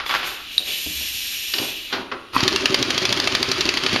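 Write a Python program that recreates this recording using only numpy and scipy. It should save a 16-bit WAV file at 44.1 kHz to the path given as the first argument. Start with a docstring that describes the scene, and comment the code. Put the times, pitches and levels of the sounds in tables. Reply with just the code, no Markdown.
"""Under a car in a garage, a small microphone close to an air wrench. The tool is dragged over the floor
while its hose coupling hisses. The socket clinks onto the drive, arm and tool bump softly, then steel
taps the bolt and knocks on the chassis. The hiss fades; at 2.36 s the trigger valve pops, air rushes
through the motor and the hammer strikes about twelve times a second to the end. Before each blow
the cam loads the bolt and shakes the underbody."""
import sys
import numpy as np
from scipy import signal
from scipy.fft import rfft, irfft
from scipy.io import wavfile
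from scipy.ndimage import uniform_filter1d

SR = 44100
rng = np.random.default_rng(int(sys.argv[2]) if len(sys.argv) > 2 else 0)


def wav_out(sig):
    """Save sig, one row per channel (or a flat mono array), as 16-bit PCM at SR to the path in sys.argv[1]."""
    wavfile.write(sys.argv[1], SR, np.round(np.clip(np.atleast_2d(sig).T, -1, 1) * 32767).astype(np.int16))


N = 176400

# Room tone of the garage: freq_hz, gain_db
GARAGE_EQ = [(25, 0.5), (70, 3), (150, -7), (300, 0), (600, -13), (1200, -13), (3000, -11), (6000, -29.5),
             (10000, -23), (14500, -34), (16000, -48)]

# Sleeve brushes: start_s, level_db, rise_s, decay_s
SLEEVE_BRUSHES = [(.59, -42.5, 0.014, 0.048), (.66, -41, 0.024, 0.033), (1.0, -40.5, 0.011, 0.012)]
# Bumps of arm and tool: start_s, level_db, decay_s
SOFT_BUMPS = [(0.861, -27.5, 0.012), (1.005, -46, 0.013), (1.141, -49, 0.015)]
# Spectra of cloth and bump: freq_hz, gain_db
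SLEEVE_EQ = [(60, -20), (250, -3.5), (450, -1), (620, -2), (900, -9.5), (2000, -15), (8000, -48)]
BUMP_EQ = [(25, -18), (75, 8), (170, -7), (310, 1.5), (480, -13), (700, -11.5), (1200, -28), (5000, -53)]
# Low ring after a bump: pitch_hz, level_db, t60_s
BUMP_MODES = [(66.3, -7, 1.8), (76, 8, 0.14), (98, 2, 0.13), (172.4, -6, .3), (305, 4, 0.21)]

# Leak at the coupling: time_s, dull_db, bright_db
HISS_LEVELS = [(0, -57, -68), (.045, -57, -61), (.065, -42, -39), (.15, -30, -37), (.22, -36, -49),
               (.27, -35, -32.5), (.33, -35.5, -38), (.43, -39, -47.5), (.48, -37, -49), (.55, -36, -39.5),
               (.645, -36.5, -39), (.69, -27.5, -30.5), (.85, -31, -29), (1.1, -32, -29.5),
               (1.5, -31.5, -31), (1.66, -30, -31), (1.8, -35, -41), (1.92, -35, -44), (2.02, -43, -59),
               (2.1, -49.5, -78)]
# Narrow band that swells as the coupling turns: time_s, level_db
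HISS_BAND_LEVELS = [(.8, -75), (1.0, -40), (1.18, -38.5), (1.4, -39.5), (1.65, -42), (1.95, -72),
                    (2.05, -90)]
# Spectra of the dull, bright and narrow hiss: freq_hz, gain_db
HISS_DULL_EQ = [(100, -34), (600, -24), (1450, -19.5), (1700, -13), (2180, -8.5), (2340, 0), (2620, 0),
                (3100, 0.5), (4200, -3.5), (5000, -10.5), (7000, -18), (12000, -60)]
HISS_BRIGHT_EQ = [(500, -38), (1500, -15.5), (1700, -6), (2180, -6), (2350, -1), (4200, 1), (5000, -2),
                  (6300, -2), (7300, 0.5), (8600, -2), (9100, -13.5), (9700, -5), (10600, -9.5), (11700, 3),
                  (12250, 4.5), (12800, -17), (13200, -55), (15000, -81)]
HISS_BAND_EQ = [(4000, -43), (5200, -8), (5600, 0), (5850, -3), (6200, -20), (8000, -50)]
# Hollow collar of the coupling: pitch_hz, level_db, t60_s
COLLAR_MODES = [(2650, -0.5, 0.07), (2883, -1, 0.085), (3006, -3.5, 0.09), (3380, 1.5, 0.032),
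                (3810, -1, 0.022), (4050, -5.5, 0.035), (9670, -6.5, 0.036)]

# Scraping on the floor, later on the bolt: time_s, level_db
DRAG_LEVELS = [(0, -27.5), (.05, -36), (.09, -32), (.11, -24.5), (.16, -23.5), (.18, -34), (.235, -26.5),
               (.31, -34.5), (.42, -45), (.6, -72), (1.88, -80), (1.91, -37), (1.94, -31), (2.0, -46),
               (2.05, -90)]
# The dragged tool catches: start_s, level_db
TOOL_SKIPS = [(0, -21.5), (.062, -19), (.093, -16), (.1, -18.5), (.109, -17), (.121, -21), (0.139, -15),
              (.149, -15), (0.156, -20), (0.166, -18.5), (0.229, -20.5), (0.274, -25.5), (.402, -32.5)]
# Spectra of scrape, rumble and skip: freq_hz, gain_db
DRAG_EQ = [(35, -62), (60, -21), (182, -22), (391, -9.5), (605, -13), (1360, -3.5), (1800, -7),
           (3320, -6.5), (4800, -15), (9040, -43), (11000, -31), (14300, -67), (22000, -120)]
RUMBLE_EQ = [(20, -7), (38, 4), (60, -10), (120, -22), (500, -60)]
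SKIP_EQ = [(100, -21), (600, -9), (1300, 1.5), (2300, 1.5), (3400, -7.5), (4800, -10.5), (6500, -20.5),
           (14000, -53)]
# Ring of the tool body: pitch_hz, level_db, t60_s
TOOL_MODES = [(1142, -1, 0.063), (1388, 1, 0.065), (1523, -5, 0.043), (2280, -1, .035), (3400, -0.5, 0.09),
              (4820, -4, 0.028)]

# The socket meets the drive, then the bolt head: start_s, level_db
SOCKET_CLINKS = [(0.58, 0.5), (.5845, -16), (0.593, -14), (0.624, -33)]
BOLT_TAPS = [(1.538, -13.5), (1.585, -16)]
# Ring of socket and bolt: pitch_hz, level_db, t60_s
SOCKET_MODES = [(3825, 2, 0.015), (4100, -22, .02), (5800, -19, 0.009), (8457, -27, .008),
                (9540, -26, 0.044)]
BOLT_MODES = [(1810, -9.5, 0.043), (2912, 0, 0.054), (3060, -16, 0.11), (4150, -9, 0.037), (4620, -4, .02),
              (4740, -3.5, 0.034)]

# Steel on the chassis: start_s, clack_db, ping_db, rise_s, decay_s, boom_db, boom_hold_s
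CHASSIS_KNOCKS = [(1.536, -28, -16, 0.0018, 0.0059, -36, 0.031),
                  (1.582, -25, -17, 0.0022, 0.0058, -29.5, 0.048),
                  (1.924, -20, -23, 0.0041, 0.022, -28, 0.056),
                  (2.114, -20.5, -36, 0.0051, 0.012, -31, 0.0076)]
# Spectra of a knock's clack, ping and boom: freq_hz, gain_db
KNOCK_EQ = [(60, -26), (300, -4.5), (700, -4.5), (1000, 2), (1400, 3.5), (2100, -0.5), (3000, -4.5),
            (4700, -16), (6200, -30), (9000, -49), (14000, -55)]
PING_EQ = [(100, -38), (1200, -11), (1800, -12), (2500, -3), (3000, 0), (4000, -1.5), (4800, 0.5),
           (6200, -14.5), (9000, -34), (14000, -43)]
BOOM_EQ = [(25, -42), (70, -29), (120, -21), (200, -10), (320, 3.5), (480, -4.5), (700, -6.5), (1000, -8.5),
           (2000, -17.5), (5000, -30), (10000, -55)]
# Chassis and underbody panels overhead: pitch_hz, level_db, t60_s
CHASSIS_MODES = [(574, -5.5, 0.25), (952, 4, 0.27), (1030, 2, 0.34), (1420, -12, .25), (1550, -9, 0.22),
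                 (2390, -12, 0.16), (2780, -4, 0.22), (3280, -6, 0.13), (4540, -10, .12)]
PANEL_MODES = [(119.5, -16.5, .16), (203, -15, .13), (253, -7, .11), (280, -7, .12), (316, -9, .15),
               (376, 0, .2), (398, -7, .1), (581, -13, .12)]

# The wrench kicks in the hand: start_s, level_db
WRENCH_KICKS = [(2.362, -20), (2.426, -9.5), (2.697, -15), (3.653, -18), (3.927, -14.5)]
# Thump of the wrench and ring of its valve: pitch_hz, level_db, t60_s
THUMP_MODES = [(59, -11, 0.062), (116, -4.5, 0.046), (193, -1, 0.038), (299, 3, 0.038)]
VALVE_MODES = [(267, -8, 0.042), (1023, 3.5, 0.027), (1130, 0, 0.017), (1310, -0.5, 0.019),
               (1940, -13, 0.033), (2530, -10.5, 0.026)]
# Air through the motor: time_s, level_db
MOTOR_LEVELS = [(2.315, -69), (2.335, -35), (2.355, -28), (2.385, -24.5), (2.45, -29), (2.6, -29),
                (3.2, -28), (3.45, -28), (3.8, -29), (3.9, -25.5), (4.0, -27)]
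# Spectra of valve spit and motor exhaust: freq_hz, gain_db
SPIT_EQ = [(1000, -28), (5000, -9), (9000, -2), (12500, 2), (14500, -14), (16000, -32)]
MOTOR_EQ = [(25, -16), (60, -1), (120, 1), (180, -9.5), (300, 3.5), (480, -3), (780, -8), (1100, 1.5),
            (1700, -1.5), (2700, 2.5), (4700, -2.5), (6800, -13.5), (9000, -23.5), (12000, -25),
            (14500, -54)]

# Hammer strokes: engage_s, load_db, blow_s, blow_db, decay_s, tilt_db, pitch_hz
HAMMER_STROKES = [(2.425, -21, 2.4786, -7.5, 0.0044, 1, 3730), (2.515, -22, 2.5604, -7.5, 0.0022, 1, 2810),
                  (2.602, -23.5, 2.6562, -6.5, .0038, -0.5, 2840),
                  (2.691, -21.5, 2.7435, -7, .004, 0, 2700), (2.778, -21.5, 2.8263, -8, 0.0024, 2, 3870),
                  (2.871, -27, 2.9036, -10.5, 0.0051, -0.5, 4690),
                  (2.932, -26.5, 2.978, -10, 0.0045, 0, 3020), (3.015, -23, 3.0523, -10, 0.0047, 0, 3470),
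                  (3.084, -25, 3.1256, -9.5, 0.0037, 1, 3300), (3.159, -25.5, 3.2, -9, 0.002, 0, 4700),
                  (3.234, -25, 3.2733, -9.5, 0.0039, -0.5, 3090),
                  (3.31, -25.5, 3.3501, -8.5, 0.0037, 0.5, 4700), (3.394, -25, 3.4279, -8, 0.002, 2, 4730),
                  (3.48, -23.5, 3.5153, -10.5, 0.0044, 2, 2570),
                  (3.572, -23.5, 3.608, -10.5, 0.0047, 1, 4410),
                  (3.649, -21.5, 3.6899, -9.5, 0.0037, -2, 4590),
                  (3.738, -27.5, 3.7717, -12.5, 0.0049, -2, 2900),
                  (3.824, -24.5, 3.8625, -11, 0.0046, -3, 2420),
                  (3.924, -21.5, 3.9607, -13.5, 0.0032, -6.5, 2680)]
# Clacks of the loose socket: start_s, level_db
SOCKET_CLACKS = [(2.379, -19.5), (2.4048, -13.5), (2.431, -15.5), (2.4354, -13), (2.704, -25), (2.79, -21),
                 (2.945, -18.5), (3.018, -20), (3.027, -20), (3.092, -17.5), (3.102, -19), (3.164, -21),
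                 (3.173, -17), (3.241, -17), (3.323, -18), (3.369, -24), (3.489, -18), (3.654, -15.5),
                 (3.662, -19), (3.7393, -14), (3.836, -15.5), (3.914, -27), (3.929, -15), (3.939, -18)]
# Socket and anvil ringing together: pitch_hz, level_db, t60_s
ANVIL_MODES = [(1234, -13, .08), (1369, -14, .1), (1734, -13, .08), (2426, -8, .14), (2590, -6, .06),
               (2790, -5, .05), (3020, -7, .08), (3365, -6, .07), (4050, -3, .025), (4690, 0, .04),
               (5400, -7, .02)]
# Spectra of panel shudder, cam thud, blow and its snap: freq_hz, gain_db
SHUDDER_EQ = [(25, -38), (70, -8), (130, -13), (180, -10), (300, -1), (420, -0.5), (550, -4), (800, -4.5),
              (1500, -14.5), (5000, -57)]
THUD_EQ = [(25, -46), (45, -21), (80, -2), (130, 2), (200, -1), (300, 6.5), (400, -5.5), (900, -14),
           (4000, -51)]
BLOW_EQ = [(30, -20), (150, -28), (400, -8.5), (800, -8), (1800, -4.5), (2700, -1.5), (4700, 0.5),
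           (6500, -9.5), (9000, -24), (12000, -24.5), (16000, -54)]
SNAP_EQ = [(500, -38), (3000, -1), (5500, 2), (9000, -7.5), (12000, -16), (16000, -19)]

ROOM_DB, ROOM_T60_S, ROOM_TREBLE_T60_S, ROOM_GAP_S = -7, 0.7, 0.41, 0.00636
STRIKE_RISE_S, BOOM_RISE_S, BOOM_DECAY_S = 0.00055, 0.012, 0.031
HISS_FLUTTER_DB = 0.76
LEAK_S, POP_S, POP_RISE_S = 2.328, 2.3625, 0.0024
RATTLE_PER_S, RATTLE_SPREAD_DB = 450, 2.2
SHUDDER_RISE_S, SHUDDER_HOLD_S, SHUDDER_FALL_S, SHUDDER_SWELL_DB_PER_S = 0.0037, 0.021, 0.0043, 280
BLOW_RISE_S, BLOW_SPLIT_HZ, BLOW_TONE_DB, BLOW_TONE_T60_S = 0.00079, 3340, -6, 0.039
NOTCH_HZ, NOTCH_WIDTH_HZ, CEILING, TOP_HZ = 7820, 700, 1.02, 16000


def amp(db):
    """Decibels to gain."""
    return 10 ** (np.asarray(db) / 20)


def seconds(length=N):
    """The time axis."""
    return np.arange(length) / SR


def noise():
    """White noise."""
    return rng.standard_normal(N)


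def split_noise(order, hz):
    """Two noises, one below and one above a crossover."""
    filters = (signal.butter(order, hz, kind, fs=SR, output="sos") for kind in ("low", "high"))
    return [signal.sosfilt(sos, noise()) for sos in filters]


def clicks(per_s, spread_db):
    """Random small contacts of uneven size."""
    x = (rng.random(N) < per_s / SR) * np.sign(noise()) * amp(spread_db * noise())
    return x / np.std(x)


def fader(rows, column=1):
    """Gain along a table of times and levels."""
    rows = np.array(rows)
    return amp(np.interp(seconds(), rows[:, 0], rows[:, column]))


def burst(start_s, rise_s, decay_s):
    """Envelope with a straight attack and an exponential release."""
    t = seconds() - start_s
    return np.clip(t / rise_s, 0, 1) * np.exp(-np.clip((t - rise_s) / decay_s, 0, 20))


def through(x, response):
    """Pass a sound through a response scaled to unit energy."""
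    return signal.fftconvolve(x, response / np.sqrt(np.sum(response ** 2)))[:N]


def eq(x, points, size=4096):
    """Minimum-phase filter of unit energy; the points set only its shape."""
    hz, db = np.array(points).T
    bins_hz = np.arange(size // 2 + 1) * SR / size
    shape_db = np.interp(np.log(bins_hz + 1), np.log(hz), db)
    cepstrum = irfft(np.log(amp(shape_db)))
    cepstrum[1:size // 2] *= 2
    cepstrum[size // 2 + 1:] = 0
    return through(x, irfft(np.exp(rfft(cepstrum))))


def ring(modes):
    """One second of decaying modes, alternating in sign so that little bass leaks below them."""
    t = seconds(SR)
    partials = sum((-1) ** k * amp(db) * np.cos(2 * np.pi * hz * t) * np.exp(-np.log(1000) * t / t60)
                   for k, (hz, db, t60) in enumerate(modes))
    lowest_hz = min(mode[0] for mode in modes)
    return partials * np.clip(t * lowest_hz * 2, 0, 1)


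def strikes(modes, rows):
    """The modes struck once for each row of start_s, level_db."""
    t = seconds(SR)
    note = ring(modes) * np.clip(t / STRIKE_RISE_S, 0, 1)
    return sum(amp(db) * np.interp(seconds() - at, t, note, right=0) for at, db in rows)


def room_tone():
    """The garage's faint, steady background."""
    return amp(-50) * eq(noise(), GARAGE_EQ)


def reflections(x):
    """Sound bounces between floor and underbody; the treble dies first."""
    t = seconds()
    low, high = split_noise(2, hz=2200)
    tail = low * amp(-60 * t / ROOM_T60_S) + high * amp(-60 * t / ROOM_TREBLE_T60_S)
    return through(x, (tail * (t > ROOM_GAP_S))[:SR])


def sleeve():
    """Cloth brushes past."""
    rub = sum(amp(db) * burst(at, rise, decay) for at, db, rise, decay in SLEEVE_BRUSHES)
    return eq(rub * noise(), SLEEVE_EQ)


def bumps():
    """Soft bumps of arm and tool leave a low drone in the body."""
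    push = sum(amp(db) * burst(at, 0.0015, decay) for at, db, decay in SOFT_BUMPS)
    drone = strikes(BUMP_MODES, [(at, db) for at, db, _ in SOFT_BUMPS])
    return eq(push * noise(), BUMP_EQ) + amp(-7.5) * drone


def coupling_hiss():
    """The coupling leaks, now duller, now brighter, and its hollow collar resonates."""
    flutter = uniform_filter1d(noise(), size=1500)
    dull = eq(fader(HISS_LEVELS) * noise(), HISS_DULL_EQ)
    bright = eq(fader(HISS_LEVELS, column=2) * noise(), HISS_BRIGHT_EQ)
    collar = through(eq(fader(HISS_LEVELS) * noise(), HISS_BRIGHT_EQ), ring(COLLAR_MODES))
    band = eq(fader(HISS_BAND_LEVELS) * noise(), HISS_BAND_EQ)
    return (dull + bright + band + amp(-7.5) * collar) * amp(HISS_FLUTTER_DB * flutter / np.std(flutter))


def drag():
    """The tool scrapes along in dense catches, at first over a faint rumble."""
    rumble = eq(burst(-0.061, rise_s=0.12, decay_s=0.25) * noise(), RUMBLE_EQ)
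    scrape = fader(DRAG_LEVELS) * clicks(per_s=1800, spread_db=1.5)
    return eq(scrape, DRAG_EQ) + amp(-49.5) * rumble


def skips():
    """The dragged tool catches in a quick run of knocks that ring its body."""
    contact = noise() * sum(amp(db) * burst(at, 0.00088, decay_s=0.0033) for at, db in TOOL_SKIPS)
    return eq(contact, SKIP_EQ) + amp(-3.5) * through(contact, ring(TOOL_MODES))


def clinks():
    """The socket snaps onto the drive and bounces, then taps the bolt."""
    tick = sum(amp(db - 15.5) * burst(at, 0.0002, decay_s=0.0015) for at, db in SOCKET_CLINKS)
    ringing = strikes(SOCKET_MODES, SOCKET_CLINKS) + strikes(BOLT_MODES, BOLT_TAPS)
    return ringing + eq(tick * noise(), BLOW_EQ)


def panels():
    """The underbody panels overhead, shaken at an even level."""
    shake = through(noise(), ring(PANEL_MODES))
    return shake / np.sqrt(uniform_filter1d(shake ** 2, size=1100) + 0.012)


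def knocks():
    """Steel meets the chassis: a clack, a ping, a ring and a slower boom of the panels."""
    clack = ping = swell = 0
    for at, clack_db, ping_db, rise, decay, boom_db, hold in CHASSIS_KNOCKS:
        contact = burst(at, rise, decay)
        clack += amp(clack_db) * contact
        ping += amp(ping_db) * contact
        t = seconds() - at
        release = np.exp(-np.clip((t - BOOM_RISE_S - hold) / BOOM_DECAY_S, 0, 20))
        swell += amp(boom_db) * np.clip(t / BOOM_RISE_S, 0, 1) * release
    clack *= noise()
    boom = swell * (amp(-6) * panels() + amp(-2) * eq(noise(), BOOM_EQ))
    chassis = amp(-10) * through(clack, ring(CHASSIS_MODES))
    return eq(clack, KNOCK_EQ) + eq(ping * noise(), PING_EQ) + chassis + boom


def kicks():
    """The wrench jerks against the hand with a low thump."""
    return strikes(THUMP_MODES, WRENCH_KICKS)


def trigger():
    """Air whistles and spits past the opening valve, then pops into the housing."""
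    valve = ring(VALVE_MODES)
    leak = amp(-21) * burst(LEAK_S, POP_S - LEAK_S, decay_s=0.0039) * noise()
    spit = amp(-37) * burst(LEAK_S, POP_S - LEAK_S, decay_s=0.0079) * noise()
    t = seconds() - POP_S
    pop = np.interp(t, seconds(SR), valve) * np.clip(t / POP_RISE_S, 0, 1)
    return through(leak, valve) + eq(spit, SPIT_EQ) + amp(-2.5) * pop


def motor():
    """Exhaust air rushes out while the loose socket rattles and rings."""
    flow = fader(MOTOR_LEVELS)
    rattle = flow * clicks(RATTLE_PER_S, RATTLE_SPREAD_DB)
    rush = eq(flow * noise() + amp(-5.5) * rattle, MOTOR_EQ)
    return rush + amp(-9) * through(rattle, ring(ANVIL_MODES))


def cam_shudder():
    """The cam catches with a thud, and the panels shake ever harder until the blow frees them."""
    t = seconds()
    load = thud = 0
    for engage_s, load_db, blow_s, *_ in HAMMER_STROKES:
        swell_db = -SHUDDER_SWELL_DB_PER_S * np.clip(blow_s - SHUDDER_HOLD_S - t, 0, 1)
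        attack = np.clip((t - engage_s) / SHUDDER_RISE_S, 0, 1)
        release = np.clip((blow_s - t) / SHUDDER_FALL_S + 1, 0, 1)
        load += amp(load_db + swell_db) * attack * release
        thud += amp(load_db - 3.5) * burst(engage_s, SHUDDER_RISE_S, decay_s=0.0049)
    shake = amp(-2.5) * panels() + amp(-11.5) * eq(noise(), SHUDDER_EQ)
    return load * shake + eq(thud * noise(), THUD_EQ)


def hammer():
    """The hammer hits the anvil, each blow with its own brightness and ring; the socket clacks between."""
    catch = dull = bright = snap = tone = 0
    for engage_s, load_db, blow_s, blow_db, decay_s, tilt_db, pitch_hz in HAMMER_STROKES:
        catch += amp(load_db - 4.5) * burst(engage_s, rise_s=0.0098, decay_s=0.024)
        blow = amp(blow_db) * burst(blow_s, BLOW_RISE_S, decay_s)
        dull += amp(-tilt_db) * blow
        bright += amp(tilt_db) * blow
        snap += amp(blow_db + tilt_db - 14) * burst(blow_s, BLOW_RISE_S, decay_s=0.0011)
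        tone += strikes([(pitch_hz, BLOW_TONE_DB, BLOW_TONE_T60_S)], [(blow_s, blow_db)])
    low, high = split_noise(3, BLOW_SPLIT_HZ)
    clack = noise() * sum(amp(db) * burst(at, BLOW_RISE_S, decay_s=0.0029) for at, db in SOCKET_CLACKS)
    rattle = catch * clicks(RATTLE_PER_S, RATTLE_SPREAD_DB)
    steel = dull * low + bright * high + clack + rattle
    anvil = amp(-13.5) * through(steel, ring(ANVIL_MODES))
    return eq(steel, BLOW_EQ) + anvil + eq(snap * noise(), SNAP_EQ) + tone


def scene():
    """Mono, under the car: wrench and socket are close to the microphone, drier than the handling."""
    wrench = hammer() + cam_shudder() + motor() + trigger() + kicks()
    handling = knocks() + drag() + bumps() + sleeve()
    socket = clinks() + skips()
    echo = amp(ROOM_DB) * reflections(handling + amp(-3.5) * wrench + amp(-5) * socket)
    return (wrench + handling + socket + coupling_hiss() + echo + room_tone())[None]


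def record(dry):
    """The small microphone's port notches the treble; peaks are rounded and the top is cut."""
    b, a = signal.iirnotch(NOTCH_HZ, NOTCH_HZ / NOTCH_WIDTH_HZ, fs=SR)
    notched = signal.lfilter(b, a, signal.lfilter(b, a, dry))
    rounded = notched / (1 + (notched / CEILING) ** 8) ** (1 / 8)
    return signal.sosfilt(signal.ellip(8, .2, 80, TOP_HZ, fs=SR, output="sos"), rounded)


dry = scene()
out = record(dry)
wav_out(out)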